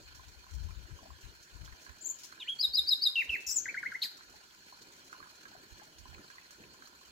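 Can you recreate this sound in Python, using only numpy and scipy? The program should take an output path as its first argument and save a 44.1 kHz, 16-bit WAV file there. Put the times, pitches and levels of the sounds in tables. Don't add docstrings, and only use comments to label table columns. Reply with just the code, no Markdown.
import sys
import numpy as np
from scipy import signal
from scipy.fft import rfft, irfft
from scipy.io import wavfile
from scipy.ndimage import uniform_filter1d

SR = 44100
rng = np.random.default_rng(int(sys.argv[2]) if len(sys.argv) > 2 else 0)


def gain_from_decibels(decibels):
    exponent = np.asarray(decibels, float) / 20
    return 10 ** exponent


def put_to_file(sound):
    columns = np.atleast_2d(sound).T
    safe = np.clip(columns, -1, 1)
    whole_steps = np.round(safe * 32767)
    wavfile.write(sys.argv[1], SR, whole_steps.astype(np.int16))


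N = 313551

# time in ms from the start, pitch in Hz, effort in dB.
RISE = [(0, 6450, -18), (10, 6550, -6), (18, 6900, -1), (25, 7330, 0), (32, 7350, -3), (40, 7000, -20)]
SLIDE = [(0, 3900, -18), (6, 3740, -3), (20, 3350, 0), (36, 2900, -1), (43, 2700, -20)]
SCOOP = [(0, 1850, -30), (12, 1740, -25), (30, 2000, -26), (42, 2900, -6), (52, 3250, 0), (68, 3300, -4),
         (76, 3260, -30), (81, 3290, -3), (96, 3280, -10)]
HOOK = [(0, 4380, -28), (15, 4550, -7), (27, 4980, -4), (35, 5120, -9), (38, 4450, -24), (45, 4180, -4),
        (60, 3830, 0), (77, 3680, -4), (83, 3660, -25)]
FALL = [(0, 3500, -11), (3, 2950, -4), (10, 2720, -3), (18, 2670, -5), (42, 2710, -1), (52, 2500, -7),
        (64, 2120, -9), (72, 1800, -15), (77, 1680, -32)]
CHIP = [(0, 6000, -14), (4, 5750, 0), (11, 5400, -1), (18, 5150, -5), (22, 5050, -22)]
THIN = [(0, 7250, -14), (4, 7000, 0), (12, 6900, -3), (18, 6870, -8), (22, 6850, -22)]
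HELD = [(0, 7400, -19), (5, 7680, -2), (22, 7680, -8), (38, 7620, -6), (44, 7600, -29)]
DIVE = [(0, 7300, -17), (5, 7180, 0), (16, 7000, -2), (26, 6600, -4), (34, 6200, -5), (42, 6050, -9),
        (46, 6000, -30)]
SWING = [(0, 2300, -14), (2, 1900, -1), (7, 1560, -4), (12, 1420, -12), (18, 1400, -28), (26, 1750, -10),
         (33, 2040, -2), (41, 2220, 0), (52, 2260, -22)]
CHUCK = [(0, 2900, -20), (3, 3900, -6), (6, 4450, -5), (10, 4200, 2), (13, 3600, -7), (19, 2500, -17),
         (27, 2050, -24), (40, 1800, -21), (52, 1580, -29)]
OVERTONE = [(0, 5200, -9), (4, 4950, -2), (14, 4400, 0), (24, 3900, -3), (34, 3400, -22)]
ARCH = [(0, 6650, -16), (8, 6950, -5), (16, 7450, 0), (22, 7480, -2), (30, 7100, -7), (36, 6800, -18)]

# second harmonic in dB, third harmonic in dB, rasp in radians of phase shake.
SHARP, ROUND = (-20, -68, 0.12), (-35.5, -35.5, 0.186)
REEDY, FULL = (-32, -29, 0.129), (-35, -51.5, 0.084)
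HUSKY, BUZZY = (-27, -54.5, 0.485), (-22, -58, 0.96)
SHRILL, HARSH = (-8.5, -60, 1), (-31, -34, 0.34)
HISSED, SCRAPED = (2.3, -62, 2.67), (-25.5, -33, 1.353)

# resonance in Hz, width in Hz, level in dB.
HOLLOWS = [(332.72, 28.7, 0), (988.9, 65, -0.5), (1470, 182.7, -2), (2435.4, 38.5, 0.5), (3066, 292, -9),
           (4299.4, 309, -1.5), (1699.5, 139, -4)]
# frequency in Hz, left-right difference in dB.
STREAM_SIDE = [(60, 1), (110, -3.5), (200, 0), (380, -0.5), (700, 6), (1290, -5.5), (2380, 1), (4400, -3),
               (8120, 0), (15000, -8)]
# frequency in Hz, level in dB per Hz.
SPRAY = [(1500, -10.5), (3500, -1.5), (6000, 4), (7500, -2.5), (8500, -10.5), (12000, -14.5),
         (15900, -15.5)]


def evened(x):
    return x / np.sqrt(np.mean(x ** 2) + 1e-20)


def read(points, hz):
    f, value = np.transpose(points)
    return np.interp(np.log(hz + 1), np.log(f + 1), value)


def add(mix, s, sound):
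    part = mix[..., round(s * SR):][..., :sound.shape[-1]]
    part += sound[..., :part.shape[-1]]


def coloured(x, points, slope=1):
    hz = np.fft.rfftfreq(x.shape[-1], 1 / SR)
    return irfft(rfft(x) * gain_from_decibels(slope * read(points, hz)), x.shape[-1])


def sides(db):
    return gain_from_decibels(np.multiply.outer([.5, -.5], db))


def blowing(gusts, fall_db=-20, bend=1.34, rise_share=.36):
    t = np.arange(N) / SR
    power = 0
    for s, db, fall_s in gusts:
        away = np.maximum(t - s, (s - t) / rise_share) / fall_s
        power = power + gain_from_decibels(db + fall_db * away ** bend) ** 2
    return power


def wind(lumpy_db=1.5, lee_db=-30.5, calm_db=-83.5):
    # peak in seconds, peak level in dB, seconds to fall by 20 dB.
    left_gusts = [(0.03, -59, 0.43), (0.22, -57, 0.29), (.57, -40, 0.2056), (.65, -44.5, 0.1582),
                  (.75, -44, 0.1), (.85, -48, 0.0254), (.92, -41, 0.07), (1.03, -53.5, 0.01),
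                  (1.11, -52, 0.1), (1.245, -43.5, 0.0418), (1.3, -51, 0.078), (1.41, -59.5, 0.01),
                  (1.55, -51, 0.0879), (1.61, -46, 0.1255), (1.72, -47, 0.0271)]
    # peak in seconds, peak level in dB, seconds to fall by 20 dB.
    right_gusts = [(1.9, -60, 0.116), (2.69, -64, 0.12), (2.79, -60, 0.114), (3.3, -51, 0.059),
                   (3.48, -55.5, 0.0427), (4.3, -71.5, 0.324), (5.73, -56, 0.054), (6.0, -60, .15),
                   (6.1, -49.5, 0.1), (6.68, -75.5, 0.29), (7.1, -75, 0.28)]
    # frequency in Hz, level in dB per Hz.
    thump = [(15, -36), (35, -6), (60, 5), (90, -4.5), (150, -16), (350, -41), (700, -71.5), (2000, -92)]
    left, right = blowing(left_gusts), blowing(right_gusts)
    lee = gain_from_decibels(lee_db) ** 2
    power = np.array([left + lee * right, right + lee * left]) + gain_from_decibels(calm_db) ** 2 / 2
    lumps = uniform_filter1d(rng.standard_normal((2, N)), size=900)
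    lumps = evened(uniform_filter1d(lumps, size=900))
    rumble = evened(coloured(rng.standard_normal((2, N)), thump))
    return 2 * np.sqrt(power) * evened(rumble * gain_from_decibels(lumpy_db * lumps))


def swells(rows, t):
    heights = []
    for s, db, rise, fall in rows:
        away = np.where(t < s, (s - t) / rise, (t - s) / fall)
        heights.append(db * np.clip(1 - away, 0, 1))
    return np.max(heights, axis=0)


def stream(level_db=-60, flow_db=-3.5, patchy_db=2.5, flicker_db=0.65, ring_db=-3.0):
    # frequency in Hz, level in dB per Hz.
    wash = [(40, -38), (110, -5), (180, -7), (650, -12.5), (1150, -21), (2100, -14.5), (3600, -15.5),
            (5500, -15), (7400, -15.5), (8200, -24.5), (15900, -27)]
    # frequency in Hz, likeness from 0 to 1.
    alike = [(60, 0.85), (200, 0.87), (900, 1), (2000, 0.15), (3500, 0.09), (6500, 0.38), (9000, 0),
             (15000, 0)]
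    # peak in seconds, dB over the usual flow, rise in seconds, fall in seconds.
    gurgles = [
        (0.001, 11, .05, 0.049),
        (1.09, 8, 0.37, 0.043),
        (1.95, 3, 0.39, 0.185),
        (3.36, 10, 0.196, 0.0693),
        (3.64, 8, 0.168, 0.41),
        (4.83, 5.5, 0.042, 0.62),
        (5.46, 5.5, 0.042, 0.9),
        (6.21, 11.5, 0.1, 0.077),
        (6.6, 10.5, 0.0295, 0.266),
    ]
    frames, hz = N // 128 + 5, np.fft.rfftfreq(512, 1 / SR)
    a, b, c, d, patches = rng.standard_normal((frames, 257, 5)).T
    patches = uniform_filter1d(patches, size=5, axis=0)
    patches = evened(uniform_filter1d(patches, size=12, axis=1))
    flicker = evened(uniform_filter1d(rng.exponential(1, frames) - 1, size=3))
    gurgle_db = flow_db + swells(gurgles, np.arange(frames) * 128 / SR)
    low = (1 / (1 + (hz / 800) ** 4))[:, None]
    rings = sum(gain_from_decibels(db + ring_db) ** 2 / (1 + (2 * (hz - f) / w) ** 4) for f, w, db in HOLLOWS)
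    height = np.sqrt(gain_from_decibels(read(wash, hz)) ** 2 + rings)[:, None]
    height = height * gain_from_decibels(patchy_db * patches + flicker_db * flicker * (2 - low) + gurgle_db * low)
    same = np.clip(read(alike, hz), 0, 1)[:, None]
    left, other = a + 1j * b, c + 1j * d
    z = np.array([left, same * left + np.sqrt(1 - same ** 2) * other])
    z *= height * sides(read(STREAM_SIDE, hz))[..., None]
    water = signal.istft(z, nperseg=512, noverlap=384)[1][:, :N]
    return gain_from_decibels(level_db + 2.5) * evened(water)


def bubble(hz, cycles, rise=0.0584):
    u = np.arange(int(3 * cycles * SR / hz)) * hz / SR / cycles
    ring = np.sin(2 * np.pi * cycles * (u + rise * u ** 2 / 2))
    return ring * np.exp(-2 * u) * np.minimum(u / .25, 1) ** 1.5


def drips(per_s=55, small_db=-59.5, spread_db=3, knock_db=-13, after_db=-10, after_s=.07):
    # start in seconds, peak level in dB, bubble pitch in Hz.
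    plops = [(0.196, -50, 987), (0.467, -53.5, 1023), (0.708, -49.5, 1357), (0.856, -53.5, 1457),
             (0.908, -49.5, 1508), (0.99, -51, 1023), (1.105, -47.5, 1043), (1.662, -46.5, 3190),
             (1.679, -44, 1470), (1.726, -45, 1742), (1.866, -43, 1580), (1.896, -44, 1695),
             (2.326, -41, 1422), (2.379, -48.5, 1573), (4.21, -47, 1470), (4.341, -52, 866),
             (4.511, -51, 3230), (4.726, -48, 945), (5.13, -36.5, 1390), (5.229, -42, 1504),
             (5.456, -42, 1516), (5.551, -53, 704), (5.799, -46, 1610), (5.818, -51.5, 805),
             (6.056, -48, 958), (6.148, -44.5, 2342), (6.303, -44.5, 1572), (6.384, -42.5, 1849),
             (6.64, -47, 2410), (6.824, -44, 1466)]
    # start in seconds, peak level in dB, bubble pitch in Hz.
    droplets = [(0.078, -52.5, 2410), (0.217, -56, 1550), (0.443, -48, 1390), (0.537, -56, 1750),
                (0.69, -49, 997), (0.954, -53.5, 1740), (1.158, -56, 1550), (1.479, -52, 1740),
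                (1.542, -57.5, 1560), (1.574, -56.5, 1480), (1.643, -49.5, 1340), (4.155, -55, 1450),
                (4.195, -53.5, 1495), (4.298, -50.5, 1389), (4.444, -52.5, 1544), (4.905, -50.5, 1490),
                (5.063, -56, 1580), (5.099, -50, 1470), (5.148, -45.5, 990), (5.244, -46, 1360),
                (5.307, -52, 1500), (5.517, -50.5, 881), (5.567, -47, 1460), (5.705, -55.5, 1500),
                (5.759, -56.5, 929), (5.985, -54.5, 2600), (6.131, -47.5, 1593), (6.183, -45.5, 1350),
                (6.424, -49, 2410), (6.508, -48.5, 1620), (6.628, -49.5, 1730), (6.745, -52.5, 1000),
                (6.93, -53.5, 922), (7.014, -52, 1050)]
    out = np.zeros((2, N))
    chance = rng.random((600, 5))
    knock = bubble(HOLLOWS[1][0], cycles=6)
    for (s, db, hz), shed in zip(plops, chance[540:, :3].reshape(30, 2, 3)):
        gain = gain_from_decibels(db + 6.5) * sides(1.58 * read(STREAM_SIDE, hz))[:, None]
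        add(out, s - .002, gain * bubble(hz, cycles=7))
        add(out, s - .002, gain * gain_from_decibels(knock_db) * bubble(1.4 * hz, cycles=5))
        add(out, s - .002, gain * gain_from_decibels(knock_db) * knock)
        for wait, detune, size in shed:
            small = bubble(hz * (.62 + .55 * detune), cycles=8)
            add(out, s + .008 + wait * after_s, gain * gain_from_decibels(after_db * (1 + size)) * small)
    for s, db, hz in [*droplets, (1.03, -53, 700), (1.055, -52, 640), (1.07, -54, 760)]:
        gain = gain_from_decibels(db + 4.0) * sides(read(STREAM_SIDE, hz))[:, None]
        add(out, s - .002, gain * bubble(hz, cycles=7))
    for when, which, detune, size, pan in chance[:int(per_s * N / SR)]:
        hz = HOLLOWS[1 + int(which ** 2 * 4)][0] * (.86 + .24 * detune)
        loud = gain_from_decibels(small_db - spread_db * np.log(size + 0.021))
        gain = loud * sides(-2 + 8 * (pan - .5))[:, None]
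        add(out, when * N / SR, gain * bubble(hz, cycles=5))
    return out


def splashes(lift_db=-7, ticks_per_s=25, tick_db=-59):
    # start in seconds, peak level in dB, length in ms, left-right difference in dB.
    bursts = [(0.1483, -49.5, 12.1, -7), (0.283, -54, 6.1, -14.5), (0.5372, -51.5, 10.8, -2),
              (1.427, -49.5, 9.5, -2.5), (1.6464, -49.5, 14, -4.5), (1.8148, -53.5, 33, -6),
              (2.1864, -48, 36.7, 2.5), (2.234, -40, 6, 3.5), (2.2415, -47, 23, 2.5),
              (3.4041, -46.5, 8.2, -6.5), (4.1707, -47, 5.3, -1.5), (4.8174, -53, 13.5, -2.5),
              (5.044, -55, 15, -1.5), (4.298, -51, 7, -2), (2.018, -52, 5, -2), (5.78, -52, 7, -2),
              (6.3, -53, 8, -2), (5.354, -51, 7.5, 3), (5.9841, -48.5, 11.2, -2), (6.507, -46.5, 8.7, -1.5)]
    level = np.zeros((2, N))
    ticks = []
    for u, v, w in rng.random((300, 3))[:int(ticks_per_s * N / SR - len(bursts))]:
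        ticks.append((u * N / SR, tick_db - 2.6 * np.log(v + 0.0133), 1.96 + 6 * w, -2))
    ticks = ticks[:]
    for s, db, ms, pan_db in [*bursts, *ticks, *more_ticks(len(bursts), tick_db)]:
        fade = np.exp(-np.arange(int(4 * ms * SR / 1000)) / (ms * SR / 1000))
        add(level, s, gain_from_decibels(db + lift_db) * sides(pan_db)[:, None] * fade)
    crackle = rng.standard_normal(N) * rng.exponential(1, N) + 2.0 * rng.standard_normal((2, N))
    return level * evened(coloured(crackle, SPRAY))


def more_ticks(count, tick_db):
    return [(u * N / SR, tick_db - 2.6 * np.log(v + 0.0133), 1.96 + 6 * w, -2)
            for u, v, w in rng.random((count, 3))]


def trees(x, near_db=-4.5, near_t60=0.0526, far_db=-7.0, bounce_db=-3):
    # frequency in Hz, time to fall 60 dB in seconds.
    trunk_t60 = [(1500, 0.484), (4000, 0.477), (8000, 0.278), (15000, 0.285)]
    # frequency in Hz, level in dB.
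    scatter = [(1000, -1), (2200, -3), (3500, -4), (5000, 1.5), (7000, 5), (14000, 8.5)]
    # port (0 left, 1 right), delay in ms, level in dB.
    bounces = [
        (0, 1.8, -11),
        (0, 5.7, -4),
        (0, 8.8, -11),
        (0, 23, -14),
        (1, 2.2, -8),
        (1, 9.6, -6),
        (1, 11.4, -11),
        (1, 21, -11),
    ]
    taps = np.zeros((2, SR))
    at = np.arange(40, SR - 20, 20) + rng.integers(0, 20, (2, (SR - 41) // 20))
    np.put_along_axis(taps, at, rng.choice([-1., 1.], at.shape), 1)
    near = taps * gain_from_decibels(-60 * np.arange(SR) / SR / near_t60)
    hz, t, z = signal.stft(taps[::-1, ::-1], SR, nperseg=256)
    decay = gain_from_decibels(-60 * t / read(trunk_t60, hz)[:, None])
    far = signal.istft(z * decay, SR, nperseg=256)[1][:, :SR]
    path = gain_from_decibels(near_db) * near / np.linalg.norm(near[0]) + gain_from_decibels(far_db) * far / np.linalg.norm(far[0])
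    path = coloured(path, scatter)
    path[:, 0] += 1
    for port, ms, db in bounces:
        path[port, round(ms * SR / 1000)] -= gain_from_decibels(db + bounce_db)
    return signal.fftconvolve(x, path, axes=1)[:, :N]


def syllable(shape, quality, db, factor, breath_db=-24):
    second_db, third_db, rasp = quality
    ms, hz, effort_db = np.transpose(shape)
    t = np.arange(0, ms[-1], 1000 / SR)
    pitch = uniform_filter1d(np.interp(t, ms, hz * factor), size=60, mode="nearest")
    shake, air = rng.standard_normal((2, 6000))
    shake = evened(uniform_filter1d(uniform_filter1d(shake, size=70), size=70))
    turn = 2 * np.pi * np.cumsum(pitch) / SR + rasp * shake[:len(t)]
    tone = np.sin(turn) + gain_from_decibels(second_db) * np.sin(2 * turn)
    tone += gain_from_decibels(third_db) * np.sin(3 * turn) * (3 * pitch < SR / 2)
    breath = evened(coloured(air, SPRAY, 0.29))[:len(t)]
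    tone += (rasp ** 2 + 0.175) * gain_from_decibels(breath_db) * breath
    effort = np.sqrt(2) * gain_from_decibels(db + np.interp(t, ms, effort_db))
    return effort * tone * signal.windows.tukey(len(t), .08)


def nightingale():
    # start in seconds, syllable shape, voice quality, level in dB, pitch factor.
    song = [(2.005, ARCH, ROUND, -51, 0.993), (2.04, RISE, SHARP, -40.5, 0.992),
            (2.079, RISE, SHARP, -40.5, 0.9736), (2.396, SLIDE, ROUND, -44.5, 1.013),
            (2.395, SLIDE, HUSKY, -53, 0.787), (2.44, SCOOP, ROUND, -33.5, 1.0024),
            (2.584, HOOK, REEDY, -27.5, 1.0023), (2.726, HOOK, REEDY, -26, 0.998),
            (2.864, HOOK, REEDY, -25.5, 1.006), (3.008, HOOK, REEDY, -25.5, 0.9886),
            (3.154, FALL, FULL, -26, 1.01), (3.292, FALL, FULL, -27.5, 0.984),
            (3.464, CHIP, BUZZY, -41, 1.022), (3.485, CHIP, BUZZY, -36.5, .98),
            (3.508, CHIP, BUZZY, -36.5, 1.046), (3.465, THIN, SHRILL, -43, 0.993),
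            (3.484, DIVE, SHRILL, -43, 1.03), (3.51, HELD, SHRILL, -40, 1.001),
            (3.556, DIVE, HUSKY, -32.5, 1.007), (3.655, SWING, ROUND, -34.5, 1.057),
            (3.742, SWING, ROUND, -35, 0.994), (3.828, SWING, ROUND, -34, 0.976),
            (3.917, SWING, ROUND, -37.5, 0.955), (3.205, HELD, HISSED, -66.5, 0.834),
            (3.341, HELD, HISSED, -67, 0.894), (4.013, CHIP, SCRAPED, -49, .76),
            (4.027, THIN, BUZZY, -39, .6), (4.017, CHUCK, HARSH, -29, 0.993),
            (4.019, HELD, HISSED, -56, 0.824), (4.033, OVERTONE, SCRAPED, -38, 1.001)]
    # frequency in Hz, level in dB.
    sheen = [(1000, 0), (7500, 0), (8500, -6), (10300, -1), (11500, 2), (13000, 0), (14300, -7),
             (15500, -11)]
    # frequency in Hz, left-right difference in dB.
    bird_side = [(1500, 1.5), (2700, -0.5), (4000, 1), (5300, 3.5), (7200, 5), (12000, 5.5)]
    voice = np.zeros(N)
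    for s, *note in song:
        add(voice, s, syllable(*note))
    voice = coloured(voice, sheen)
    return trees(np.array([coloured(voice, bird_side, 0.908), coloured(voice, bird_side, -0.39)]))


def scene():
    water = stream() + trees(drips() + splashes(), near_db=-1.5, far_db=-9.5, bounce_db=-14.5)
    water[0] = np.roll(water[0], 13)
    return wind() + water + nightingale()


def top_cut(x):
    return signal.sosfilt(signal.butter(12, 15830, fs=SR, output="sos"), x)


def record(dry, mask_db=-46, depth_db=-35, reach_hz=420, edge_hz=15830):
    hz, _, z = signal.stft(dry, SR, nperseg=1024)
    power = (abs(z[:, (hz > 6300) & (hz < 8000)]) ** 2).sum(1).mean(0)
    power = np.roll(uniform_filter1d(power, size=3), 3)
    over_db = 10 * np.log10(power + 1e-12) - mask_db
    band = ((hz > 8200) & (hz < 11300))[:, None]
    blanked = np.clip((8300.0 + reach_hz * over_db - hz[:, None]) / 300, 0, 1) * band
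    z = z * gain_from_decibels(depth_db * blanked) * (hz < edge_hz)[:, None]
    return top_cut(signal.istft(z, SR, nperseg=1024)[1][:, :N])


dry = scene()
out = record(dry)
put_to_file(out)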